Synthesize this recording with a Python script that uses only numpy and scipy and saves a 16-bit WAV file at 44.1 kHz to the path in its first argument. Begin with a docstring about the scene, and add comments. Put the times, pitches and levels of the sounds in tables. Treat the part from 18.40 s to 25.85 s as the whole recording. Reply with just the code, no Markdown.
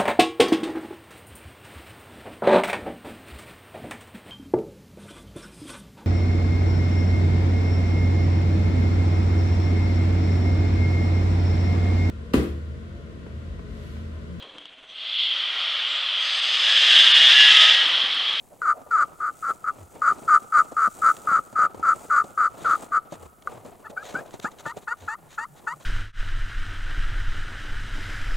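"""Light wind and faint hiss in a snowy field; the caller's jacket swishes and crumples throughout.
From 0.2 s a hand-held friction turkey call gives two runs of raspy yelps: the striker sticks and slips,
each slip rings the small sound chamber, far trees echo faintly. Folds of cloth buckle in between, and
soft low bumps come now and then from 1.4 s. At 5.1 s the striker gives one short, damped tick;
from 5.4 s it plays thin, squeaky clucks."""
import sys
import numpy as np
from scipy import signal
from scipy.fft import rfft, irfft, next_fast_len
from scipy.io import wavfile
from scipy.ndimage import uniform_filter1d, map_coordinates

SR = 44100
rng = np.random.default_rng(int(sys.argv[2]) if len(sys.argv) > 2 else 0)


def output_pcm(signal):
    """Save a mono or channel-first signal as 16-bit PCM at the path in sys.argv[1].

    Samples are clipped to [-1, 1] before scaling.
    """
    pcm = np.clip(np.atleast_2d(signal).T, -1, 1) * 32767
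    wavfile.write(sys.argv[1], SR, np.round(pcm).astype(np.int16))


N = 328545
TIME_S = np.arange(N) / SR
FFT_SIZE = next_fast_len(N + SR, real=True)
FREQ_HZ = np.fft.rfftfreq(FFT_SIZE, 1 / SR)

# noise spectra (frequency [Hz], relative density [dB])
WIND_SPECTRUM = [(25, -3), (70, -1), (150, -0.5), (500, -15.5), (1500, -22), (4000, -29)]
HISS_SPECTRUM = [(300, -6), (2000, -8.5), (5200, -15.5), (7000, -11.5), (10500, -2.5), (15500, -6.5)]
CRUMPLE_SPECTRUM = [(25, -16.5), (70, -5.5), (150, -2.5), (400, 0.5), (750, 0.5), (1100, -6.5), (1600, -17),
                    (2500, -19), (5000, -28.5), (10000, -51)]
SWISH_SPECTRUM = [(500, -34.5), (2000, -8.5), (4000, -9), (5200, -8), (7000, 2.5), (8500, 2),
                  (11000, -10.5), (15500, -9)]
RUB_SPECTRUM = [(200, -41), (450, -13), (620, -7), (800, -11), (1000, -21.5), (3000, -51)]
BRUSH_SPECTRUM = [(300, -3.5), (1200, 4.5), (2700, -2), (3900, 2.5), (5000, -10), (6700, 0), (10000, -15),
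                  (15500, -19)]
FOLD_SPECTRUM = [(40, -23.5), (130, 7), (350, 7), (800, 4), (1400, -14.5), (2500, -23), (4200, -21.5),
                 (5200, -24.5), (7000, -18.5), (15000, -44.5)]
# stereo width of the noises and of the call (frequency [Hz], side over mid [dB])
NOISE_WIDTH = [(30, 5), (70, -1), (250, -4), (700, -6), (4000, -14), (6500, -24.5), (8500, -0.5),
               (13000, 2)]
CALL_WIDTH = [(1300, -17.5), (2200, -15), (4500, -58), (6800, -43), (8500, -23)]
# jacket's steady crumple and shell swish (time [s], relative level [dB])
CRUMPLE_LEVELS = [(0, -54.5), (.6, -50.5), (.85, -51.5), (1.55, -48.5), (1.72, -44), (2.0, -48.5),
                  (2.48, -52.5), (2.58, -41.5), (2.98, -45), (3.03, -55.5), (3.13, -47.5), (3.85, -44.5),
                  (4.15, -50), (4.6, -49.5), (4.97, -58), (5.6, -46.5), (6.8, -57), (7.45, -51.5)]
SWISH_LEVELS = [(0, -69.5), (.88, -65.5), (1.03, -56), (1.24, -65), (1.55, -63.5), (1.8, -58.5), (2.3, -61),
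                (2.68, -51.5), (3.05, -61), (3.4, -70), (3.56, -55), (4.12, -64.5), (4.35, -58),
                (4.6, -71.5), (4.97, -73.5), (6.2, -69), (6.85, -74), (7.45, -65.5)]
# hollow rubs, arm shifts, sleeve brushes (time [s], length [s], relative level [dB])
RUBS = [(.13, 0.025, -50), (.38, 0.065, -45.5), (.47, 0.011, -43.5), (5.53, 0.031, -45.5),
        (5.68, 0.15, -46.5), (5.82, 0.05, -44)]
ARM_SHIFTS = [(1.1, 0.019, -40), (2.19, 0.055, -43), (3.24, 0.034, -41), (3.37, 0.026, -49),
              (4.3, 0.15, -42), (4.425, .04, -37.5), (4.745, .025, -40.5), (4.83, 0.058, -43.5),
              (5.13, 0.09, -44.5), (5.275, 0.043, -42), (5.77, 0.079, -41), (6.07, 0.034, -43),
              (6.28, 0.037, -40), (6.38, .025, -42.5), (6.65, 0.053, -53.5)]
SLEEVE_BRUSHES = [(2.768, 0.0027, -45), (4.29, 0.12, -47), (4.447, .012, -49.5), (4.735, 0.033, -50.5),
                  (5.025, 0.004, -51.5), (5.505, 0.011, -48.5), (5.68, 0.064, -43.5), (5.87, 0.0252, -59),
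                  (5.91, 0.0029, -48), (5.942, 0.036, -52.5), (6.0, 0.003, -40), (6.035, 0.027, -47),
                  (6.12, 0.0096, -52.5), (6.2, 0.02, -45), (6.28, 0.049, -48.5), (6.38, 0.021, -49.5),
                  (6.43, 0.023, -54), (6.63, 0.073, -54), (6.93, 0.045, -50.5), (7.18, 0.028, -54),
                  (7.42, 0.025, -53)]
# yelp strokes (start [s], length [s], first slip rate [Hz], slowest slip rate [Hz], force [dB],
# swell up to it [dB], bite [s], release [s], breakaway [dB])
YELPS = [ (0.218, 0.11, 505, 295, 28.5, 11.5, 0.061, .035, 9),
         (.511, 0.13, 470, 280, 28.5, 7, 0.086, .022, 2.5), (.803, 0.1, 417, 233, 21, 8, .023, 0.029, 2),
         (1.025, 0.094, 440, 262, 24, 14, 0.022, 0.019, 1.5),
         (1.242, 0.063, 444, 270, 24.5, 16, 0.03, .028, 9.5),
         (1.619, .103, 620, 267, 29, 11, .025, 0.056, 9.5),
         (1.878, 0.099, 460, 293, 32, 9.5, 0.025, 0.036, -1.5),
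         (2.124, 0.093, 454, 280, 32, 13.5, .02, 0.031, 5),
         (2.367, 0.11, 435, 215, 30, 11.5, .016, .038, 1), (2.619, .095, 455, 252, 31.5, 13, .018, .04, -2),
         (2.872, 0.12, 440, 261, 28.5, 10.5, .018, .046, 4.5),
         (3.156, 0.11, 436, 240, 30, 11, .024, 0.048, 0),
         (3.428, .105, 468, 256, 29, 12.5, 0.023, 0.039, 2),
         (3.7, 0.12, 505, 275, 29, 7.5, 0.022, 0.047, 1),
         (3.976, .102, 420, 230, 28.5, 6.5, 0.017, .041, 2),
         (4.247, 0.11, 502, 220, 29, 8, .042, 0.045, -1), (4.52, 0.067, 415, 225, 28, 10, .018, 0.033, 1.5),
         ]
# broad colour of the call (frequency [Hz], gain [dB])
CHAMBER_COLOUR = [(100, -64), (400, -38.5), (900, -38), (1050, -26.5), (1200, -8.5), (1450, -12.5),
                  (1600, -26), (2250, -39.5), (2500, -52.5), (3500, -59), (5300, -59), (7300, -49.5),
                  (10000, -64.5), (16000, -90)]
# its resonances and notches (frequency [Hz], width [Hz], lift [dB])
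CHAMBER_MODES = [(1215, 137, 5), (1312, 82, 7), (1463, 93, 4), (3650, 270, -1.5), (4020, 230, 6.5),
                 (4320, 55, 10.5), (4715, 320, 14.5), (5360, 280, -9), (5840, 140, 6.5), (6770, 180, 5),
                 (6990, 180, 7)]
# echo decay of the trees (frequency [Hz], T60 [s])
TREE_DECAY = [(200, .6), (1300, 2.73), (8000, 2.25)]
# largest buckling folds (time [s], relative peak [dB])
FOLDS = [(0.416, -34.5), (1.818, -35.5), (1.851, -37.5), (2.043, -34), (2.247, -34), (2.32, -27.5),
         (2.475, -27), (2.915, -28), (2.989, -31), (3.128, -29.5), (3.189, -28.5), (3.345, -29.5),
         (3.396, -28), (3.841, -25.5), (4.219, -27), (4.722, -22.5), (5.249, -33.5), (5.499, -31.5),
         (5.741, -25), (5.94, -25), (5.993, -33.5), (6.043, -20.5), (6.263, -25), (6.369, -26.5)]
# low bumps (time [s], length [s], level [dB], centre pitch [Hz])
BUMPS = [(1.425, 0.048, -41, 104), (3.39, 0.068, -47.5, 92), (4.83, 0.096, -47.5, 85),
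         (5.17, 0.084, -50, 120), (6.64, 0.043, -42.5, 88.5), (6.85, 0.087, -55, 160),
         (7.13, 0.047, -48.5, 155), (7.35, 0.067, -50, 157.6)]
# one short, damped tick of the striker (time [s], force [dB])
TICK_PULSES = [(5.0732, 25.5), (5.0751, 21)]
# rounder colour of tick and clucks (frequency [Hz], gain [dB])
LIGHT_COLOUR = [(900, 4), (1250, 1.5), (1800, 1), (2700, 5), (4000, -3), (8000, -15.5)]
# light, fast strokes (start [s], length [s], lowest slip rate [Hz], held slip rate [Hz], force [dB],
# sag after the catch [dB], limp: strong/weak alternation of slips [0-1])
CLUCKS = [ (5.442, 0.038, 870, 880, 10, -7, 0.13), (5.566, 0.069, 750, 824, 22, 10, 0.9),
          (5.744, 0.064, 744, 818, 21, 1, 0.25), (6.046, .04, 786, 905, 28.5, 4.5, 0),
          (6.255, 0.067, 866, 943, 24.5, 2.5, 0.05), (6.474, 0.064, 865, 945, 26.5, 3.5, 0.38),
          (6.679, .073, 832, 922, 27.5, 2.5, 0), (6.979, 0.074, 840, 948, 28, 4, 0.03),
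          (7.27, .067, 855, 975, 30.5, 7, 0), ]


def amp(db):
    """Decibels to gain."""
    return 10 ** (np.asarray(db) / 20)


def unit_rms(x):
    """Scale to rms 1."""
    return x / np.sqrt(np.mean(x ** 2) + 1e-20)


def curve(points, hz=FREQ_HZ):
    """Interpolate (Hz, value) points on a log axis."""
    knots_hz, values = np.transpose(points)
    return np.interp(np.log(hz + 1), np.log(knots_hz + 1), values)


def filtered(x, response):
    """Apply a frequency response."""
    return irfft(rfft(x, FFT_SIZE) * response, FFT_SIZE)[..., :N]


def min_phase(gain_db):
    """Causal response: rings only after a blow."""
    cepstrum = irfft(np.log(amp(gain_db)), FFT_SIZE)
    cepstrum[1:FFT_SIZE // 2] *= 2
    cepstrum[FFT_SIZE // 2:] = 0
    return np.exp(rfft(cepstrum))


def wobble(rate_hz):
    """Smooth random curve, rate_hz knots a second."""
    return map_coordinates(rng.standard_normal(int(N * rate_hz / SR) + 4), [TIME_S * rate_hz])


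def level(rows):
    """(s, dB) points to gain per sample."""
    return amp(np.interp(TIME_S, *np.transpose(rows)))


def swells(rows):
    """Sum of bell envelopes, one per (s, length, dB) row."""
    return sum(amp(db) * np.exp(-2 * ((TIME_S - at_s) / length_s) ** 2) for at_s, length_s, db in rows)


def stereo_noise(spectrum, envelope=1):
    """Enveloped, coloured noise with independent mid and side."""
    colour = min_phase(20 * np.log10(unit_rms(amp(curve(spectrum)))))
    mid, side = envelope * rng.standard_normal((2, N))
    mid = filtered(mid, colour)
    side = filtered(side, colour * amp(curve(NOISE_WIDTH)))
    return np.array([mid + side, mid - side])


def clumped_noise(spectrum, depth, rate_hz):
    """Stereo noise in random clumps."""
    clumps_db = 1.78 * depth * np.tanh(wobble(rate_hz) / 2)
    return stereo_noise(spectrum, unit_rms(amp(clumps_db)))


def background(wind_db=-63, hiss_db=-66):
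    """Light wind rumble and steady hiss."""
    wind = clumped_noise(WIND_SPECTRUM, depth=1.5, rate_hz=3.7)
    return amp(wind_db) * wind + amp(hiss_db) * stereo_noise(HISS_SPECTRUM)


def arm_speed(peak_share=0.68, pull_share=0.16):
    """One quick pull per yelp, 0-1."""
    return swells([(start_s + peak_share * length_s, pull_share * length_s, 0)
                   for start_s, length_s, *_ in YELPS])


def jacket(crumple_db=-3, swish_db=3, shift_swish_db=-21, pull_db=5):
    """Thick cloth crumples, its shell swishes; both come in fits and grow as the arm moves."""
    shifts = swells(ARM_SHIFTS)
    fits_db = 3 * np.tanh(wobble(16))
    crumpling = amp(fits_db) * level(CRUMPLE_LEVELS) + shifts
    crumple = amp(crumple_db) * crumpling * clumped_noise(CRUMPLE_SPECTRUM, depth=5, rate_hz=90)
    sliding = amp(pull_db * arm_speed() + fits_db / 2) * level(SWISH_LEVELS)
    sliding += amp(shift_swish_db) * shifts
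    swish = amp(swish_db) * sliding * clumped_noise(SWISH_SPECTRUM, depth=4.5, rate_hz=400)
    brushes = swells(SLEEVE_BRUSHES) * clumped_noise(BRUSH_SPECTRUM, depth=3.5, rate_hz=220)
    rubs = swells(RUBS) * clumped_noise(RUB_SPECTRUM, depth=1, rate_hz=84)
    return crumple + swish + brushes + rubs


def pulses(times_s, sizes):
    """Band-limited impulses between samples."""
    centres = times_s[:, None] * SR
    taps = centres.astype(int) + np.arange(-7, 9)
    kernel = np.sinc(taps - centres) * np.sinc((taps - centres) / 8)
    return np.bincount(np.clip(taps, 0, N - 1).ravel(), (sizes[:, None] * kernel).ravel(), N)


def stick_slip(gesture, jitter, wander, scatter_db, breakaway_db, creep_db=-18, creep_s=0.0055):
    """One uneven pulse per slip. Gesture: (time [s], slip rate [Hz], force [dB], optional limp [0-1])."""
    knots_s, rate_hz, force_db, *limp = np.transpose(gesture)
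    knots_s = np.sort(knots_s)
    t = np.arange(knots_s[0] - creep_s, knots_s[-1], 1 / SR)
    # rough and smooth spots vary the pace
    spots = map_coordinates(rng.standard_normal(64), [(t - t[0]) * 180], mode="wrap")
    pace_hz = np.interp(t, knots_s, rate_hz) * np.exp(wander * spots)
    cycles = np.cumsum(pace_hz) / SR
    cycles -= np.interp(knots_s[0], t, cycles)
    slip = np.arange(np.ceil(cycles[0]), cycles[-1]).astype(int)
    slip_s = np.interp(slip, cycles, t)
    slip_hz = np.interp(slip_s, knots_s, rate_hz)
    time_noise, size_noise = rng.standard_normal((2, len(slip)))
    sizes = amp(np.interp(slip_s, knots_s, force_db) + scatter_db * size_noise)
    # faint creep, then the breakaway slip
    sizes *= amp(creep_db * (slip < 0) + breakaway_db * (slip == 0))
    if limp:  # the fastest slips alternate: lines halfway between the harmonics
        hurry = np.interp(slip_hz, [830, 910], [0, 1])
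        sizes *= 1 + hurry * np.interp(slip_s, knots_s, limp[0]) * np.cos(np.pi * slip)
    return pulses(slip_s + jitter * time_noise / slip_hz, sizes)


def yelp(start_s, length_s, first_hz, slow_hz, force_db, swell_db, bite_s, release_s, breakaway_db):
    """The striker slips ever slower and harder, then speeds up as it lifts."""
    end_s = start_s + length_s
    gesture = [(start_s, first_hz, force_db - swell_db),
               (start_s + 0.5 * bite_s, 0.88 * first_hz, force_db - swell_db + 1.5),  # skate
               (start_s + bite_s, 1.1 * slow_hz, force_db - 0.42 * swell_db),  # bite
               (end_s - release_s, slow_hz, force_db),
               (end_s - 0.45 * release_s, 1.45 * slow_hz, force_db - 3.5),  # ease
               (end_s, 673.3, force_db - 12)]  # lift
    return stick_slip(gesture, jitter=0.01, wander=0.022, scatter_db=1.6, breakaway_db=breakaway_db)


def scrape(slips, firm_db=8, fade_s=0.00076):
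    """Rough surfaces hiss after each slip, more under a firm hand, up to a limit."""
    sliding = signal.lfilter([1], [1, -np.exp(-1 / (fade_s * SR))], np.abs(slips))
    pressure = np.sqrt(np.abs(uniform_filter1d(slips ** 2, size=SR // 50)))
    firmness = np.tanh(pressure / amp(firm_db))
    colour_db = curve([(1300, -21.5), (3000, -2), (4500, -3.5), (7000, 1.5)])
    return filtered(firmness * sliding * rng.standard_normal(N), amp(colour_db))


def chamber(drive):
    """The call's small cavity rings at its resonances."""
    lift_db = sum(db / (1 + (2 * (FREQ_HZ - hz) / width_hz) ** 2) for hz, width_hz, db in CHAMBER_MODES)
    return filtered(drive, min_phase(curve(CHAMBER_COLOUR) + lift_db))


def turkey_call(yelp_scrape_db=-12, cluck_scrape_db=-21, tick_scrape_db=-3):
    """Slips, tick and their scrape drive the chamber."""
    yelps = sum(yelp(*row) for row in YELPS)
    tick = striker_tick()
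    clucks = sum(cluck(*row) for row in CLUCKS)
    drive = amp(yelp_scrape_db) * scrape(yelps)
    drive += amp(cluck_scrape_db) * scrape(clucks)
    drive += amp(tick_scrape_db) * scrape(tick)
    drive += filtered(yelps, min_phase(curve([(2500, 0.22), (7000, -0.57)])))
    drive += filtered(tick + clucks, min_phase(curve(LIGHT_COLOUR)))
    return chamber(drive)


def tree_echo(x):
    """Far trees return a thin, long tail, different in each ear."""
    hz, t, noise = signal.stft(rng.standard_normal((2, SR)), SR, nperseg=256)
    decay = amp(-60 * t / curve(TREE_DECAY, hz)[:, None])
    _, tail = signal.istft(noise * decay, SR, nperseg=256)
    return signal.fftconvolve(x[None], tail / np.linalg.norm(tail[0]), axes=1)[:, :N]


def folds(t60_s=0.051, gain_db=-5):
    """Each buckling fold gives a short, dull puff."""
    envelope = sum(amp(db + gain_db - 60 * np.abs(TIME_S - at_s) / t60_s) * (TIME_S >= at_s)
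                   for at_s, db in FOLDS)
    return stereo_noise(FOLD_SPECTRUM, envelope)


def bumps(sink_oct_per_s=4, waver_oct=0.14):
    """Dull, unsteady booms of sinking pitch."""
    out = np.zeros(N)
    for at_s, length_s, db, hz in BUMPS:
        glide_oct = np.clip(sink_oct_per_s * (at_s - TIME_S), -1, 1)
        pitch_hz = hz * 2 ** (glide_oct + waver_oct * wobble(70))
        out += swells([(at_s, length_s, db)]) * np.sin(2 * np.pi * np.cumsum(pitch_hz) / SR)
    return out


def striker_tick():
    """One short, damped tick of the striker; the second pulse cancels the chamber's ringing."""
    times_s, force_db = np.transpose(TICK_PULSES)
    return pulses(times_s, amp(force_db))


def cluck(start_s, length_s, low_hz, held_hz, force_db, sag_db, limp, catch_s=0.009, flick_s=0.012):
    """The loose striker skids in, catches, climbs in pitch and flicks off."""
    caught_s, end_s = start_s + catch_s, start_s + length_s
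    climb_s = length_s - catch_s - flick_s
    held_db = force_db - sag_db
    gesture = [(start_s, 1.2 * low_hz, force_db - 14.5, 0.72),  # skid
               (caught_s, low_hz, force_db, 0),
               (caught_s + 0.4 * climb_s, low_hz + 0.59 * (held_hz - low_hz), held_db, 0),  # climb
               (end_s - flick_s, held_hz, held_db, limp),
               (end_s, 1.16 * held_hz, held_db - 15.5, 0)]  # flick
    return stick_slip(gesture, jitter=0.0017, wander=0.0078, scatter_db=0.45, breakaway_db=-3)


def scene(echo_db=-30):
    """Call close and slightly left, over echo, cloth, bumps and wind."""
    call = turkey_call()
    side = filtered(call, amp(curve(CALL_WIDTH)))
    direct = np.array([call + side, call - side])
    cloth = (jacket() + folds()) * amp([[0.4], [-0.4]])
    return direct + amp(echo_db) * tree_echo(call) + cloth + bumps() + background()


def record(dry, cutoff_hz=15830):
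    """Brick-wall low-pass."""
    return filtered(dry, FREQ_HZ < cutoff_hz)


dry = scene()
out = record(dry)
output_pcm(out)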